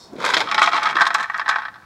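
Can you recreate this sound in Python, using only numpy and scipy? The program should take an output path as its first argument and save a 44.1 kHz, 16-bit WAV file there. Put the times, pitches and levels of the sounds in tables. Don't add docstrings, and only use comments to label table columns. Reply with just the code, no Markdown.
import sys
import numpy as np
from scipy import signal
from scipy.fft import rfft, irfft
from scipy.io import wavfile
from scipy.ndimage import uniform_filter1d, minimum_filter1d

SR = 44100
rng = np.random.default_rng(int(sys.argv[2]) if len(sys.argv) > 2 else 0)


def to_wav(s):
    ch = np.atleast_2d(s).T
    pcm = np.round(np.clip(ch, -1, 1) * 32767)
    wavfile.write(sys.argv[1], SR, pcm.astype(np.int16))


N = 81585
BLOW_SAMPLES = 6144

# frequency in Hz, relative level in dB.
TRUCK_COLOUR = [(300, -43), (1500, 6), (2400, 3), (2950, -6.5), (3400, 0), (4300, -2), (4750, -5),
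                (5500, -8.5), (7000, -27), (10000, -35), (15000, -62)]
# frequency in Hz, width in Hz, near and far strength in dB.
TRUCK_NOTES = [(3114, 77, 11.5, 1), (3296, 110, 12, 8.5), (3752, 210, 4.5, 7), (4066, 64, 6.5, 9),
               (5210, 160, 7.5, 4.5)]
# frequency in Hz, relative level in dB.
CRACK_COLOUR = [(1000, -40), (4000, -10), (6300, 6), (7600, 1), (9500, -10.5), (12000, -15), (15500, -39)]


def undb(db):
    return 10 ** (np.asarray(db) / 20)


def unit(x):
    return x / np.sqrt(np.mean(x ** 2))


def add(out, start_s, x):
    i = max(int(start_s * SR), 0)
    out[i:i + len(x)] += x[:max(N - i, 0)]


def body(colour, notes=(), far=0):
    freqs = np.maximum(np.fft.rfftfreq(BLOW_SAMPLES, 1 / SR), 1)
    hz, db = np.array(colour).T
    power = np.ones(len(freqs))
    for centre, width, near_db, far_db in notes:
        power += undb(near_db + far * (far_db - near_db)) ** 2 / (1 + (2 * (freqs - centre) / width) ** 2)
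    spectrum = undb(np.interp(np.log(freqs), np.log(hz), db)) * np.sqrt(power)
    half = BLOW_SAMPLES // 2
    cepstrum = irfft(np.log(spectrum))[:half]
    return irfft(np.exp(rfft(2 * cepstrum, BLOW_SAMPLES)))[:half]


def ring(force, response):
    return unit(signal.fftconvolve(force, response)[:len(force)])


def blow(response, chatter_s, chatter_db):
    t = np.arange(BLOW_SAMPLES) / SR
    contact_s, tail_s, tail_db = 0.001, 0.15, -14.5
    chatter, tail = rng.standard_normal((2, BLOW_SAMPLES)) * (1 - np.exp(-t / contact_s))
    force = undb(chatter_db) * unit(chatter * undb(-60 * t / chatter_s))
    force += undb(tail_db) * unit(tail * undb(-60 * t / tail_s))
    force[int(contact_s * SR)] += np.sqrt(BLOW_SAMPLES)
    lag = 1 + int(rng.random() * 0.002 * SR)
    reflection = undb(-11) * np.pad(force, (lag, 0))[:BLOW_SAMPLES]
    return ring(force + reflection, response) * np.sqrt(0.012 * SR / BLOW_SAMPLES)


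def farness(t):
    near_s, far_s = 0.68, 1.006
    return np.clip((t - near_s) / (far_s - near_s), 0, 1)


def deck_states():
    # frequency in Hz, relative level in dB.
    held = [(40, -82), (160, -24), (300, -11.5), (450, -6), (600, -9), (800, -6), (950, 3.5), (1140, -2.5),
            (1350, 3), (1580, 4), (1760, -4.5), (2150, -1.5), (2350, -15), (2470, -4), (2800, -23),
            (4500, -32), (9000, -55)]
    near = [(40, -61), (160, -35.5), (350, -19), (520, -21), (660, -11), (780, -11), (1150, -1.5),
            (1450, 0), (1700, -13), (1950, -9), (2300, -9), (2750, -16), (4500, -67), (9000, -60)]
    distant = [(40, -55), (160, -32.5), (300, -31), (470, -28), (600, -23), (700, -15), (930, -8),
               (1220, -2), (1400, -5.5), (1550, -2), (1880, -2), (2100, -14.5), (2350, -13), (2900, -24.5),
               (4500, -53), (9000, -76)]
    # frequency in Hz, width in Hz, near and far strength in dB.
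    notes = [(687.8, 21.4, 11.5, 7.5), (854.4, 25.5, 16, 10.5), (1089, 58, 8.5, 7), (1287.5, 39, 11.5, 8),
             (1544, 54, -6, 9), (1758, 51, -16, 6.5), (1920, 50, 10, 1.5), (2258, 47, 10, 0.5),
             (2470, 32, -14, -13), (2730, 66, 5.5, 1)]
    return np.array([body(held), body(near, notes) / 2, body(distant, notes, far=0.87) / 2])


def deck_blend(t):
    release_s, release_length_s = 0.427, 0.048
    free = np.clip((t - release_s) / release_length_s, 0, 1)
    return np.array([1 - free, free * (1 - farness(t)), free * farness(t)])


def background(t):
    # frequency in Hz, relative level in dB.
    hiss_colour = [(2000, -30), (3100, -24), (3700, 0.5), (4000, -12), (4350, 3), (4700, -11), (5200, 2.5),
                   (5650, -5), (6300, -13), (7500, -12), (10000, -24), (15000, -38)]
    air_colour = [(20, -34), (55, -4.5), (110, -3), (250, -5.5), (450, -13.5), (1000, -3), (2000, -19),
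                  (3000, -22.5), (4000, -17.5), (7000, -29), (15000, -35)]
    hiss_db = -47 - 193 * np.maximum(t - 0.04, 0)
    hiss = ring(rng.standard_normal(N), body(hiss_colour))
    air = ring(rng.standard_normal(N), body(air_colour))
    return undb(hiss_db) * hiss + undb(-52.5) * air


def grains(per_s, spread_db, smooth_db):
    size = undb(spread_db * np.minimum(rng.exponential(size=N), 4))
    hits = (rng.random(N) < per_s / SR) * size * rng.choice([-1, 1], N)
    return unit(hits) + undb(smooth_db) * rng.standard_normal(N)


def wheels(t):
    # time in seconds, grinding level in dB, rumble level in dB.
    roll_levels = [(0, -68, -57), (.16, -55, -44.5), (0.212, -38.5, -35.5), (.25, -33, -38.5),
                   (.42, -26.5, -40.5), (.45, -32.5, -37), (.49, -31.5, -46), (.55, -32.5, -38.5),
                   (.64, -19, -40), (.71, -26, -44), (.76, -19, -41.5), (.82, -25, -47.5),
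                   (0.879, -19.5, -45.5), (.945, -34.5, -43), (1.01, -18.5, -42.5), (1.10, -29, -49.5),
                   (1.221, -24.5, -46), (1.28, -37, -71), (1.381, -28, -55), (1.439, -39, -55.5),
                   (1.50, -22, -51), (1.67, -38, -63.5), (1.72, -48, -67), (1.85, -48, -64)]
    # frequency in Hz, relative level in dB.
    rumble_colour = [(20, -24), (100, -15.5), (160, -2), (340, -1), (480, -1), (800, -5.5), (2000, -40),
                     (8000, -59)]
    times, grind_db, rumble_db = np.array(roll_levels).T
    wobble = uniform_filter1d(uniform_filter1d(rng.standard_normal(N), size=260), size=260)
    spurts = undb(1.5 * unit(wobble))
    coarse = spurts * grains(per_s=1000, spread_db=3, smooth_db=-8.5)
    fine = spurts * grains(per_s=2500, spread_db=4.5, smooth_db=-10.5)
    deck = sum(share * ring(coarse, state) for share, state in zip(deck_blend(t), deck_states()))
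    trucks = undb(-10) * ring(fine, body(TRUCK_COLOUR, TRUCK_NOTES, far=0.17))
    crackle = undb(-25.5) * ring(fine, body(CRACK_COLOUR))
    treble_fade = undb(-11 * np.maximum(t - 0.7, 0))
    grind = deck + (trucks + crackle) * treble_fade
    rumble = ring(rng.standard_normal(N), body(rumble_colour))
    return undb(np.interp(t, times, grind_db)) * grind + undb(np.interp(t, times, rumble_db)) * rumble


def blows(events, colour, gain_db, chatter_s, chatter_db):
    out, response = np.zeros(N), body(colour)
    for start, db in events:
        add(out, start, undb(db + gain_db) * blow(response, chatter_s, chatter_db))
    return out


def thuds():
    # start in seconds, relative level in dB.
    hits = [(0.123, -30.5), (0.132, -25.5), (0.155, -25.5), (0.183, -24), (0.742, -30), (0.954, -25),
            (1.008, -27.5)]
    # frequency in Hz, relative level in dB.
    colour = [(20, -40), (90, -25), (170, -7), (330, 0.5), (520, -8), (1000, -26), (3000, -50), (7000, -40),
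              (15000, -67)]
    return blows(hits, colour, gain_db=-8, chatter_s=0.046, chatter_db=4)


def shoe_scrape(t):
    # frequency in Hz, relative level in dB.
    colour = [(60, -31), (170, -23), (400, -9.5), (950, 4.5), (1550, -2.5), (1800, -7.5), (2250, 4),
              (2900, -11), (3500, 1), (5000, -8), (8000, -23), (11000, -30), (15000, -41)]
    pressure = np.interp(t, [0.15, 0.26, 0.403, 0.52], [0, 1, 1, 0])
    scrape = ring(grains(per_s=1300, spread_db=5, smooth_db=-3), body(colour))
    return np.sqrt(pressure) * undb(-26.5 - 20 * (1 - pressure)) * scrape


def rubber_groan(t):
    # time in seconds, pitch in Hz, level in dB.
    glide = [(.20, 464.6, -38), (0.259, 559, -27.5), (0.308, 521, -31.5), (.345, 440, -36),
             (0.371, 350, -28), (0.391, 311.6, -39), (.41, 391, -25.5), (.43, 457.8, -34.5),
             (0.459, 460, -59)]
    times, hz, db = np.array(glide).T
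    harmonics_db, roughness, flutter_db = [-4, 0.5, -6, -31], 0.1012, 1.9
    jitter, flutter = (unit(uniform_filter1d(rng.standard_normal(N), size=140)) for _ in range(2))
    pitch_hz = np.interp(t, times, hz) * (1 + roughness * jitter)
    phase = 2 * np.pi * np.cumsum(pitch_hz) / SR
    tone = sum(undb(level) * np.sin(k * phase) for k, level in enumerate(harmonics_db, 1))
    return unit(tone * undb(flutter_db * flutter)) * np.interp(t, times, undb(db), left=0, right=0)


def rattle():
    # start in seconds, then relative levels in dB of deck, trucks and crack.
    bumps = [(0.202, -29.5, -40, -46), (0.241, -19, -33, -44), (0.25, -26, -26.5, -35),
             (0.261, -18, -28.5, -33), (0.278, -26, -49, -56), (0.29, -21, -34, -38),
             (0.301, -20.5, -41, -36.5), (0.3366, -16, -19.5, -38), (0.342, -28, -18, -32),
             (0.367, -17.5, -17.5, -40), (0.375, -25, -34, -35), (0.404, -31, -19.5, -37),
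             (0.413, -24.5, -31, -52), (0.472, -26, -36, -67), (0.487, -26.5, -30.5, -70),
             (0.5125, -21.5, -20.5, -40.5), (0.523, -19.5, -55, -58), (0.544, -20, -21, -38),
             (0.5793, -13.5, -20, -63), (0.586, -15.5, -29, -48), (0.592, -26, -28, -38),
             (0.617, -9, -23, -34), (0.628, -16, -19.5, -32.5), (0.64, -16, -24, -35),
             (0.659, -35, -22.5, -41), (0.673, -13, -27, -44), (0.688, -27, -31, -47),
             (0.72, -21.5, -33, -65), (0.732, -19, -26, -56), (0.743, -17, -27, -43),
             (0.764, -19, -27, -41), (0.776, -16, -28.5, -51), (0.831, -21, -25.5, -39.5),
             (0.856, -16, -26, -49), (0.868, -18.5, -36, -59), (0.897, -22.5, -30, -49),
             (0.908, -24, -35, -45), (0.928, -25.5, -62, -72), (0.954, -22.5, -28, -49),
             (0.9661, -13.5, -27, -43.5), (0.985, -16, -34, -60), (0.999, -18.5, -37, -45),
             (1.0074, -12, -23, -41), (1.0146, -14.5, -22, -34), (1.019, -12.5, -34, -50),
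             (1.036, -27.5, -41, -51), (1.053, -24, -29, -44), (1.066, -14.5, -22.5, -38),
             (1.104, -17.5, -33, -53), (1.1462, -12.5, -24, -32), (1.154, -26.5, -33, -53),
             (1.182, -27.5, -41, -46), (1.197, -21.5, -36.5, -48), (1.205, -22, -36, -42),
             (1.228, -25, -32.5, -41.5), (1.239, -22.5, -49, -65), (1.298, -20.5, -46.5, -54.5),
             (1.343, -20, -38, -68), (1.367, -54, -58, -55), (1.395, -19.5, -31, -53),
             (1.413, -23, -40.5, -63), (1.46, -24, -38.5, -71), (1.479, -19, -33, -50),
             (1.491, -12.5, -21.5, -34.5), (1.51, -19.5, -32.5, -50), (1.527, -34, -62, -72),
             (1.558, -17.5, -33, -57), (1.584, -22, -39.5, -58), (1.598, -43, -43, -69),
             (1.619, -30.5, -44.5, -67), (1.632, -31, -49, -71), (1.651, -25, -39, -79),
             (1.682, -30, -46.5, -78), (1.74, -42.5, -50.5, -84), (1.757, -39, -55, -76)]
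    out, decks, crack = np.zeros(N), deck_states(), body(CRACK_COLOUR)
    near_truck, far_truck = (body(TRUCK_COLOUR, TRUCK_NOTES, far) for far in (0, 1))
    for start, deck_db, truck_db, crack_db in bumps:
        deck = deck_blend(start) @ decks
        truck = near_truck + farness(start) * (far_truck - near_truck)
        add(out, start, undb(deck_db + 0.06) * blow(deck, chatter_s=0.046, chatter_db=4))
        add(out, start, undb(truck_db + 1) * blow(truck, chatter_s=0.052, chatter_db=6))
        add(out, start, undb(crack_db - 1.5) * blow(crack, chatter_s=0.06, chatter_db=2.5))
    return out


def grit():
    # start in seconds, relative level in dB.
    snaps = [(0.249, -16), (0.2624, -23), (0.3404, -18), (0.5446, -23), (0.628, -20), (0.8315, -24),
             (1.0734, -18.5), (1.1429, -14.5), (1.3773, -28.5), (1.488, -19.5)]
    # frequency in Hz, relative level in dB.
    colour = [(200, -45), (2000, -17), (4000, 8.5), (7500, 0.5), (10000, -9), (15500, -27)]
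    return blows(snaps, colour, gain_db=-15, chatter_s=0.026, chatter_db=1)


def scene():
    t = np.arange(N) / SR
    sustained = background(t) + wheels(t) + shoe_scrape(t) + rubber_groan(t)
    return (sustained + grit() + thuds() + rattle())[None]


def record(dry):
    ceiling, top_hz = 0.95, 15700
    needed_gain = ceiling / np.maximum(np.abs(dry), ceiling)
    smooth_gain = uniform_filter1d(minimum_filter1d(needed_gain, size=200), size=200)
    treble_cut = signal.ellip(8, 0.2, 70, top_hz, fs=SR, output="sos")
    return signal.sosfilt(treble_cut, dry * smooth_gain)


dry = scene()
out = record(dry)
to_wav(out)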